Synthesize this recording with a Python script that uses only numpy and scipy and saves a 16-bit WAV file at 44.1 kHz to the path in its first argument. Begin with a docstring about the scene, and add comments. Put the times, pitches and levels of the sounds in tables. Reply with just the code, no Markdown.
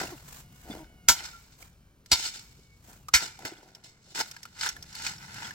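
"""Shovel digging in stony ground

A long-handled steel shovel is swung like a pick, three times, into dry stony ground beside a block wall.
Each blow is crackling noise, a grinding blade, a low sine thud and a ring of decaying steel modes.
Between and after the blows the blade shoves, jabs and scrapes: filtered noise grains, pebbles and clinks.
Boots shuffle and short bright swishes flutter in shaped grains; wind, boots and soil rumble low in
filtered noise, and a far rooster is gliding tones."""
import sys
import numpy as np
from scipy import signal
from scipy.fft import rfft, irfft, next_fast_len
from scipy.io import wavfile

SR = 44100
rng = np.random.default_rng(int(sys.argv[2]) if len(sys.argv) > 2 else 0)


def inscribe(sig):
    """Save sig as 16-bit PCM at rate SR to the path in sys.argv[1].

    A 1-D sig is mono; a 2-D sig holds one channel per row.
    Samples are clipped to [-1, 1] before scaling.
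    """
    pcm = np.round(np.clip(np.atleast_2d(sig).T, -1, 1) * 32767)
    wavfile.write(sys.argv[1], SR, pcm.astype(np.int16))


N = 244710
T = np.arange(N) / SR
LEFT_RIGHT = np.array([[1], [-1]])


def amp(db):
    """Decibels to gain."""
    return 10 ** (np.asarray(db) / 20)


def unit(x):
    """Scale to rms 1."""
    return x / np.sqrt(np.mean(x ** 2))


def fade(t, t60):
    """Exponential decay from t = 0, falling 60 dB in t60 seconds."""
    return np.exp(-np.log(1000) * np.maximum(t, 0) / t60)


def curves(rows):
    """The columns after start_s, interpolated sample by sample."""
    s, *columns = np.transpose(rows)
    return [np.interp(T, s, column) for column in columns]


def across(points, size):
    """A (pitch_hz, value) table on the bins of a transform, interpolated over log frequency."""
    hz, value = np.transpose(points)
    bin_hz = np.arange(size // 2 + 1) * SR / size
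    return np.interp(np.log(bin_hz + 1), np.log(hz), value)


def through(x, response):
    """Pass each channel through an impulse response."""
    response = response.reshape((1,) * (x.ndim - 1) + (-1,))
    return signal.oaconvolve(x, response, axes=-1)[..., :x.shape[-1]]


def colour(x, points):
    """Causal minimum-phase filter with a (pitch_hz, level_db) response."""
    size = 4096
    cepstrum = irfft(np.log(amp(across(points, size))))
    # folding the cepstrum forward in time makes the filter causal
    cepstrum[1:size // 2] *= 2
    cepstrum[size // 2 + 1:] = 0
    return through(x, irfft(np.exp(rfft(cepstrum))))


def noise(n, points):
    """Steady noise with a (pitch_hz, level_db) colour, at rms 1."""
    return unit(colour(rng.standard_normal(n), points))


def wander(n, rate_hz):
    """Smooth random motion, mostly slower than a few times rate_hz, at rms 1."""
    return noise(n, [(rate_hz, 0), (4 * rate_hz, -40)])


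def grains(n, per_s, spread_db):
    """Random tiny fractures of either sign and uneven strength, at rms 1."""
    hit = rng.random(n) < per_s / SR
    sign = rng.choice([-1, 1], n)
    strength = amp(spread_db * np.minimum(rng.exponential(size=n), 4))
    return unit(hit * sign * strength)


def scattered(n, per_s, spread_db, side_db):
    """Fractures strewn over the ground: above the bass, each port hears a slightly different share."""
    mid, side = grains(n, per_s, spread_db), grains(n, per_s, spread_db)
    return mid + amp(side_db) * colour(side, [(200, -10.5), (1200, 3.5)]) * LEFT_RIGHT


def add(out, s, x):
    """Mix a sound in at time s."""
    i = max(int(s * SR), 0)
    out[..., i:i + x.shape[-1]] += x[..., :N - i]


def swell(s, rise_s, hold_s, t60):
    """Envelope of one movement: it builds exponentially up to time s, holds and dies away."""
    out = np.zeros(N)
    span = slice(max(int((s - 8 * rise_s) * SR), 0), int((s + hold_s + t60) * SR))
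    t = T[span] - s
    out[span] = np.exp(np.minimum(t, 0) / rise_s) * fade(t - hold_s, t60)
    return out


# modes of the steel blade, levels relative:
# pitch_hz, bedded_db (in soil), free_db (ringing free), free_t60_s
BLADE_MODES = [(911, -13.5, -19, .5), (1372, -3.5, 2.5, 0.17), (1442, -6, -11.5, .35),
               (1548, -12, -16.5, .3), (2099, -2, 4, .45), (2235, 1, -5, 1.2), (2373, -9.5, -3, 0.86),
               (2950, -4, -13, .5), (3203, -1.5, -17.5, .5), (3660, -2, 3.5, 0.46), (4226, -6, -4, .5),
               (4420, 1.5, -14.5, .4), (4810, 1.5, 0.5, .35), (4950, -18, -2.5, .4), (5150, 1.5, -7.5, .4),
               (5450, 0, -14.5, .4), (5706, 1.5, -7, 0.4), (6430, -12.5, -12.5, .35),
               (6610, -6.5, -23, .35), (6656, 0.5, -8.5, .35), (7300, -11, -10.5, .3), (7860, 1.5, -10, .3)]


def blade(t, free=False, bedded_t60=0.029):
    """The blade's ring, a sum of sine modes: choked while in the soil, long once it is free."""
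    ring = 0
    for hz, bedded_db, free_db, free_t60 in BLADE_MODES:
        level = amp(free_db if free else bedded_db)
        decay = fade(t, free_t60 if free else bedded_t60)
        ring = ring + level * decay * np.sin(2 * np.pi * (hz * t + rng.random()))
    return ring if free else ring / np.linalg.norm(ring)


# the blade shoves loose ground, levering after a blow or jabbing; rise_s is a time constant:
# start_s (top of the rise), rise_s, hold_s, t60_s, grit_db, scrape_db, soil_db
SHOVES = [(0.0, .01, 0.0035, .28, -35.5, -36, -36.5), (1.163, 0.023, 0.026, 0.55, -42, -46, -56.5),
          (1.251, 0.013, .01, 0.1, -40, -47.5, -71), (1.524, 0.0042, 0.0072, .15, -55.5, -66, -75),
          (2.142, .015, 0.13, 0.22, -33.5, -47.5, -57), (2.342, 0.0074, 0.019, 0.25, -41.5, -53.5, -64.5),
          (3.222, 0.025, 0.0069, 0.21, -32, -37, -49), (3.451, .002, 0.0064, 0.19, -38.5, -39.5, -44),
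          (3.839, .002, .015, 0.23, -49, -62, -63), (4.11, 0.06, 0.015, 0.17, -54, -67, -67),
          (4.151, 0.002, 0.036, .2, -34.5, -41, -52), (4.195, 0.0072, 0.013, 0.087, -32, -34.5, -43.5),
          (4.626, 0.026, 0.05, 0.14, -33.5, -38, -61), (5.057, 0.071, 0.029, 0.21, -35.5, -41.5, -57.5),
          (5.455, 0.17, 0.011, 0.31, -43, -43, -58.5)]
# boots shift on the soil: start_s (top of the rise), rise_s, hold_s, t60_s, soil_db
SHUFFLES = [(0.693, 0.027, 0.034, .6, -47), (1.607, .01, 0.026, .2, -62), (2.9, 0.042, 0.028, .35, -60),
            (3.41, .015, 0.039, 0.26, -50.5), (3.6, 0.17, 0.12, 1, -61), (4.762, .03, 0.0083, .4, -58)]


def ground_motion(trickle_db=-22, trickle_t60=1.8, boot_grit_db=-10, boot_scrape_db=-6):
    """How strongly grit runs, the blade scrapes and soil shifts; shoves and shuffles add in power."""
    power = np.zeros((3, N))
    for s, rise_s, hold_s, t60, *levels_db in SHOVES:
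        push = swell(s, rise_s, hold_s, t60)
        # every shove leaves a weaker, longer trickle
        push += amp(trickle_db) * swell(s, rise_s, hold_s, trickle_t60)
        power += np.outer(amp(levels_db), push) ** 2
    for *shape, db in SHUFFLES:
        levels_db = [db + boot_grit_db, db + boot_scrape_db, db]
        power += np.outer(amp(levels_db), swell(*shape)) ** 2
    return np.sqrt(power)


def pebbles(per_s=190, low_hz=2500, high_hz=6350, t60=.028, spread_db=6.0, scatter_ms=0.099):
    """A stream of small collisions, decaying sines each with its own pitch, size and place."""
    out, t = np.zeros((2, N)), T[:SR // 25]
    for when, pitch, size, place in rng.random((int(per_s * N / SR), 4)):
        hz = low_hz * (high_hz / low_hz) ** pitch
        # the place shifts the sine's phase oppositely at the two ports
        lead_s = LEFT_RIGHT * (2 * place - 1) * scatter_ms / 1000
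        level = amp(-spread_db * np.log(size + .02))
        add(out, when * N / SR, level * fade(t, t60) * np.sin(2 * np.pi * hz * (t + lead_s)))
    return unit(out)


# spectrum of running grit: pitch_hz, level_db (relative, per Hz)
GRIT_COLOUR = [(1200, -31.5), (2500, -9.5), (3500, -5.5), (5300, -2), (7400, -3), (9000, -13),
               (12000, -20.5), (16000, -18.5)]
# spectrum of the scraping blade: pitch_hz, level_db (relative, per Hz)
SCRAPE_COLOUR = [(350, -23), (650, -18.5), (880, -0.5), (1130, -15.5), (1450, 1), (1850, -5.5),
                 (2300, -2.5), (2900, -14), (4200, -25.5)]
# spectrum of soil under boots: pitch_hz, level_db (relative, per Hz)
SOIL_COLOUR = [(60, -19.5), (160, -5.5), (340, 1), (520, -7), (750, 0), (1300, -24)]


def rubble(steel_db=-8, catch_db=2.0, pebble_db=-8):
    """Grit sprays and trickles, rubs along the blade in catches and slips; pebbles roll and soil shifts."""
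    running, scraping, shifting = ground_motion()
    catch = catch_db * wander(N, 72)
    grit_grains = unit(colour(scattered(N, per_s=4500, spread_db=2.0, side_db=-5.5), GRIT_COLOUR))
    grit = running * amp(catch - 2.3) * grit_grains
    rub_grains = unit(colour(scattered(N, per_s=2000, spread_db=5.5, side_db=-9), SCRAPE_COLOUR))
    rub = scraping * amp(catch - 2.5) * rub_grains
    soil = shifting * amp(0.27) * unit(colour(grains(N, per_s=380, spread_db=3.5), SOIL_COLOUR))
    stones = scraping * amp(pebble_db) * pebbles()
    steel = through(grit + rub, blade(T[:SR // 16]))
    return grit + rub + soil + stones + amp(steel_db) * steel


# short bright swishes; rise_s is a time constant:
# start_s (top of the rise), rise_s, hold_s, t60_s, level_db (before flutter)
SWISHES = [(0.0, 0.012, .02, 0.8, -45.5), (0.307, 0.038, .095, 0.14, -50), (0.55, 0.024, .22, .45, -59),
           (1.275, .03, .01, 0.98, -54.5), (1.609, 0.014, .03, .2, -53.5), (2.427, .05, .03, .7, -60),
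           (2.89, .05, .04, 0.44, -54.5), (4.191, .012, 0.017, .12, -39.5), (4.27, .006, 0.03, 0.14, -53)]
# spectrum of the swishes: pitch_hz, level_db (relative, per Hz)
SWISH_COLOUR = [(400, -4), (1000, 2), (2500, -4), (5000, -4.5), (7500, 0.5), (9500, -8.5), (15000, -4)]


def swishes(flutter_db=2.9):
    """Short bright swishes: a fluttering hiss of dense grains."""
    swells = sum(amp(db) * swell(*shape) for *shape, db in SWISHES)
    flutter = amp(flutter_db * wander(N, 50))
    hiss = unit(colour(scattered(N, per_s=6500, spread_db=3.5, side_db=-3), SWISH_COLOUR))
    return swells * flutter * hiss


# low rumble in two bands, before the two gains and the slow swaying:
# start_s, deep_db (deep wind rumble), upper_db (upper-bass rumble of wind, boots and soil)
RUMBLE = [(0.0, -64, -53.5), (0.51, -58, -57), (1.45, -66, -65), (3.21, -68, -63.5), (3.96, -77.5, -73.5),
          (5.07, -63.5, -54.5), (5.55, -80, -53)]
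# spectrum of the deep wind rumble: pitch_hz, level_db (relative, per Hz)
DEEP_COLOUR = [(20, -20), (32, -6.5), (48, 0.5), (70, -1.5), (110, -15.5), (300, -47)]
# spectrum of the upper-bass rumble: pitch_hz, level_db (relative, per Hz)
UPPER_COLOUR = [(45, -22.5), (85, -3), (140, 1), (220, -7.5), (500, -30)]


def low_rumble(deep_gain_db=4, upper_gain_db=2, sway_db=1.5):
    """Low noise in two bands: deep wind rumble, and upper-bass rumble of wind, boots and soil."""
    deep_db, upper_db = curves(RUMBLE)
    deep = amp(deep_db + deep_gain_db) * noise(N, DEEP_COLOUR)
    upper = amp(upper_db + upper_gain_db) * noise(N, UPPER_COLOUR)
    # both bands rise and fall together
    return (deep + upper) * amp(sway_db * wander(N, 5.1))


# spectrum of still air: pitch_hz, level_db (relative, per Hz)
AIR_COLOUR = [(60, -12), (130, -4), (280, -15), (450, -16), (800, -25), (1500, -24), (3000, -35),
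              (6000, -39), (9000, -43), (16000, -46.5)]


def still_air(level_db=-64.5):
    """A steady, faint, slightly wide bed of coloured noise."""
    mid, side = noise(N, AIR_COLOUR), noise(N, AIR_COLOUR)
    return amp(level_db) * (mid + .16 * side * LEFT_RIGHT)


def chatter(t, hz, width):
    """One resonance of a stone, shaken by a rattling contact: noise peaked around hz."""
    resonance = [(hz / (1 + 4 * width), -32), (hz / (1 + width), -9), (hz, 0),
                 (hz * (1 + width), -9), (hz * (1 + 4 * width), -32)]
    return noise(len(t), resonance)


# spectrum of crushing stone: pitch_hz, level_db (relative, per Hz)
CRUSH_COLOUR = [(100, -17), (300, -12), (480, -25.5), (800, -8.5), (1000, -7), (1150, -21.5), (1450, -7),
                (2700, -6.5), (5300, -2), (7600, -4), (9000, -14), (12000, -11), (16000, -19)]
# stones clinking: start_s, level_db (before gain_db), pitch_hz,
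# chip_db (chip noise, relative), steel_db (blade share, relative)
CLINKS = [(0.036, -30.5, 920, -6, -16.5), (0.707, -47, 3640, -3, -1), (1.625, -39, 2220, -1, -3),
          (2.06, -52, 5850, 12.5, 16), (2.258, -25, 4360, -24, 10), (2.393, -38.5, 4870, -2.5, -20),
          (3.084, -27.5, 1260, -1.5, -17.5), (3.39, -37, 820, -1, -15), (3.451, -25.5, 1520, -2, 1.5),
          (3.749, -36, 5360, -3, -23.5), (4.149, -43.5, 2390, 8.5, 18), (4.208, -21, 5130, -4, -7),
          (4.312, -33.5, 5200, 3, -18), (4.364, -32, 1550, -20, 3), (4.43, -34.5, 5480, 4.5, -9),
          (4.453, -31.5, 1450, -14, 2), (4.61, -25.5, 4570, -18, 16.5), (4.646, -31.5, 1470, -15, -10),
          (4.661, -16.5, 1560, -26, -11), (4.689, -21.5, 5660, 2, -30), (4.764, -31, 1610, -15, -18),
          (4.825, -30.5, 5400, -3, -18), (4.927, -42, 5440, 1, -10), (4.951, -30, 4450, 2, -10),
          (5.065, -24.5, 2420, -13, 12.5), (5.18, -38, 5130, -12, -5), (5.214, -39, 2250, -19, 0),
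          (5.342, -41, 1410, 8, 13), (5.507, -31.5, 1680, -11, 1)]


def clinks(rattle_s=0.0025, ring_t60=0.026, chip_t60=0.032, gain_db=-6,
           width=0.097, body_ratio=.6, body_db=-13):
    """A stone chatters around its pitch and a lower body tone, sheds chips and touches the blade."""
    out, t = np.zeros((2, N)), T[:SR // 16]
    for s, db, hz, chip_db, steel_db in CLINKS:
        tone = chatter(t, hz, width) + amp(body_db) * chatter(t, body_ratio * hz, width)
        ring = tone * fade(t - rattle_s, ring_t60)
        chip_grains = scattered(len(t), per_s=8100, spread_db=-5.0, side_db=5.5)
        chips = unit(colour(chip_grains, CRUSH_COLOUR)) * fade(t, chip_t60)
        steel = blade(t)
        clink = ring + amp(chip_db) * chips + amp(steel_db) * steel / np.abs(steel).max()
        onset = np.minimum(t / 0.0012, 1)
        add(out, s, amp(db + gain_db) * clink * onset)
    return out


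# dull knocks of boots and clods: start_s, level_db (before gain_db), pitch_hz
KNOCKS = [(0.036, -31.5, 360), (0.7, -28.5, 272.2), (0.713, -32, 220), (2.59, -52, 414), (3.43, -50, 290),
          (3.448, -37.5, 120), (3.521, -35.5, 333), (4.204, -36, 447), (4.211, -28.5, 877)]


def knocks(t60=.045, gain_db=1):
    """Soft, heavily damped bumps on the soil: a short sine with a little soil noise."""
    out, t = np.zeros(N), T[:SR // 4]
    for s, db, hz in KNOCKS:
        body = np.sin(2 * np.pi * hz * t) + 0.22 * noise(len(t), SOIL_COLOUR)
        onset = np.minimum(t / .001, 1)
        add(out, s, amp(db + gain_db) * body * fade(t, t60) * onset)
    return out


def glides(calls, harmonics_db, waver, fading_db=2.5):
    """Slightly unsteady harmonic tones, each along its pitch and level curve."""
    out = np.zeros(N)
    for rows in calls:
        s, hz, db = np.transpose(rows)
        t = T[int(s[0] * SR):int(s[-1] * SR)]
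        pitch_hz = np.interp(t, s, hz) * (1 + waver * wander(len(t), 70))
        phase = 2 * np.pi * np.cumsum(pitch_hz) / SR
        tone = sum(amp(h) * np.sin(k * phase) for k, h in enumerate(harmonics_db, 1))
        level = amp(np.interp(t, s, db) + fading_db * (wander(len(t), 15) - .5))
        gate = np.clip(np.minimum(t - t[0], t[-1] - t) / .005, 0, 1)
        add(out, s[0], gate * level * tone)
    return out


# short low creaks, one curve each: start_s, pitch_hz, level_db (before waver and fading)
CREAKS = [
    [(.105, 358, -58), (.125, 360, -40), (.16, 255, -49)],
    [(.74, 270.5, -51), (.79, 345, -44), (.84, 293, -49)],
]


def creaks():
    """Short low creaks: three harmonics with a rough, wavering pitch."""
    return glides(CREAKS, [0, -10, -11], waver=0.034)


# far rooster, one curve per call: start_s, pitch_hz, level_db (before waver and fading)
CROWS = [
    [(.36, 706, -71), (.5, 723, -65), (.85, 749, -65.5), (1.08, 715, -66)],
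    [(1.62, 794, -61), (1.8, 780, -76), (2.05, 765, -80)],
]


def crows():
    """A far rooster: four strong harmonics on a gliding pitch."""
    return glides(CROWS, [-8.0, -4.5, -3.0, -5.0], waver=0.005)


# thin squeaks and far whistles, one curve each: start_s, pitch_hz, level_db (before waver and fading)
WHISTLES = [
    [(.704, 3450, -42), (.72, 3530, -41), (.738, 3420, -48)],
    [(.705, 4740, -48), (.74, 4740, -55)],
    [(.705, 2130, -51), (.74, 2100, -50)],
    [(2.55, 2250, -71), (2.68, 2226, -64), (2.82, 2230, -70)],
    [(2.96, 3120, -77.5), (3.01, 2900, -70.5), (3.07, 2580, -76)],
]


def whistles():
    """Thin squeaks and far whistles: single gliding sines."""
    return glides(WHISTLES, [0], waver=0.0063)


def grinding(t, jitter_hz=45):
    """The blade's modes driven by grinding stone; the shifting contact smears their pitch."""
    modes = 0
    for hz, bedded_db, *_ in BLADE_MODES:
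        cycles = np.cumsum(hz + jitter_hz * wander(len(t), 160)) / SR + rng.random()
        modes = modes + amp(bedded_db) * np.sin(2 * np.pi * cycles)
    return unit(modes)


def ports(x, lead_ms):
    """A sound from one side reaches one port first; a positive lead favours the left."""
    n = x.shape[-1]
    # half the lead goes to each port
    turn = np.exp(1j * np.pi * np.arange(n // 2 + 1) * SR / n * lead_ms / 1000)
    return irfft(rfft(x) * np.array([turn, 1 / turn]), n)


# blows, levels before tone: start_s, crack_db, crush_db, length_s (crush hold), t60_s (settling),
# thud_db, ring_db (free ring), lead_ms (left lead)
BLOWS = [(1.0861, -6.5, -13.5, 0.0059, 0.13, -33.5, -45, -0.089),
         (2.117, -19.5, -17.5, 0.015, 0.084, -34, -42, -0.066),
         (3.1395, -22, -15, 0.011, 0.12, -31.5, -49.5, -0.0087)]
# pitches of the tone curves: pitch_hz
TONE_HZ = [300, 900, 1450, 2200, 3200, 4400, 6800, 11000]
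# each blow meets other stones, one row per blow: level_db at each tone pitch
BLOW_TONE = [(5.5, 5, 7, -2.5, 0, 1, 5, 4), (5.5, 4, -3.5, -2, 1.6, 7.5, -2.5, 2),
             (-1, -1, 6.5, 7, -1.1, 0.73, 2.5, -0.5)]


def blows(crack_t60=0.01, bite_s=0.0054, steel_db=-4.0, stone_db=-2, thud_hz=62, thud_t60=0.056):
    """The edge bites, cracks on stone, crushes its way in and stops with a thud; the blade rings on."""
    out, t = np.zeros((2, N)), T[:SR // 5] - bite_s
    for (s, crack_db, crush_db, length, t60, thud_db, ring_db, lead_ms), tone in zip(BLOWS, BLOW_TONE):
        # the loose crust gives way just before the edge meets the stone
        crush = amp(crush_db) * fade(-t, 1.5 * bite_s) * fade(t - length, t60)
        crack = amp(crack_db) * fade(t, crack_t60) * (t > 0)
        fractures = scattered(len(t), per_s=18000, spread_db=6, side_db=-11.5)
        stone = (crack + amp(stone_db) * crush) * unit(colour(fractures, CRUSH_COLOUR))
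        steel = amp(steel_db) * crush * grinding(t)
        hit = colour(stone + steel, list(zip(TONE_HZ, tone)))
        # the ground gives way more slowly than the stone breaks
        thud_shape = np.clip(t / 0.011, 0, 1) * fade(t - .02, thud_t60)
        thud = amp(thud_db) * np.sin(2 * np.pi * thud_hz * t) * thud_shape
        add(out, s - bite_s, ports(hit + thud, lead_ms))
        add(out, s, amp(ring_db) * blade(T[:SR], free=True))
    return out


# the blade flicks free of a stone: start_s, level_db (scales the modes), pitch_hz (favoured region)
RELEASES = [(1.325, -39, 1350), (2.39, -70, 2395), (3.235, -43.5, 2475), (3.843, -60.5, 2170)]


def releases(reach_octaves=0.093, rise_s=0.03):
    """Pulled clear of the soil, the blade sings on in the modes nearest the last contact."""
    out, t = np.zeros(N), T[:SR]
    for s, db, centre_hz in RELEASES:
        ring = np.zeros(len(t))
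        for hz, _, free_db, t60 in BLADE_MODES:
            octaves = np.log2(hz / centre_hz)
            if abs(octaves) < .5:
                level = amp(free_db) * np.exp(-(octaves / reach_octaves) ** 2)
                ring += level * fade(t, t60) * np.sin(2 * np.pi * hz * t)
        add(out, s, amp(db) * ring * np.minimum(t / rise_s, 1))
    return out


def yard(x, near_db=-12, near_t60=0.043, far_db=-25, far_t60=0.42):
    """The wall and rough ground scatter early echoes; trees and slope return a faint tail."""
    t, sides = T[:SR // 2], []
    near_colour = [(200, -19.0), (1200, 10.5), (16000, 4.0)]
    far_colour = [(200, -15.5), (2000, -12.5), (6000, -9.5), (14000, -6.5)]
    for _ in range(2):
        near = colour(rng.standard_normal(len(t)), near_colour) * fade(t, near_t60) * (t > .002)
        far = colour(rng.standard_normal(len(t)), far_colour) * fade(t, far_t60) * (t > .02)
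        near_echo = amp(near_db) * near / np.linalg.norm(near)
        far_echo = amp(far_db) * far / np.linalg.norm(far)
        sides.append(through(x, near_echo + far_echo))
    return np.array(sides)


def scene():
    """The digging with its echoes, over the low rumble, still air and far calls."""
    digging = rubble() + swishes() + clinks() + knocks() + blows() + releases()
    surroundings = low_rumble() + still_air() + creaks() + crows() + whistles()
    return digging + yard(digging.mean(axis=0)) + surroundings


# phase between the two microphone ports: pitch_hz, left_lead_rad
PORT_PHASE = [(200, 0.23), (500, 0.56), (1000, 0.49), (1400, 1.4), (1850, 2), (2100, 1.85), (2600, 0.69),
              (3300, 1.84), (4400, 0.81), (5200, 0.9), (5700, 1.46), (7500, 2.5), (16000, 2.2)]
# balance of the two ports: pitch_hz, left_minus_right_db
PORT_BALANCE = [(60, 2.2), (110, 1.5), (200, 0.5), (380, 0.5), (700, 2.5), (1290, 0.5), (2380, -1.7),
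                (4400, -1.2), (8120, 0.5), (15000, -1.0)]


def record(dry, top_hz=16000):
    """Two microphone ports differ in phase and level; the loudest peaks are rounded and the top is cut."""
    size = next_fast_len(N + 4096)
    # each port takes half of the difference
    half_turn = np.exp(.5j * across([(80, 0)] + PORT_PHASE, size))
    half = half_turn * amp(across(PORT_BALANCE, size) / 2)
    heard = irfft(rfft(dry, size) * np.array([half, 1 / half]), size)[:, :N]
    low_pass = signal.ellip(10, .2, 80, top_hz, fs=SR, output="sos")
    return signal.sosfilt(low_pass, np.tanh(heard))


dry = scene()
out = record(dry)
inscribe(out)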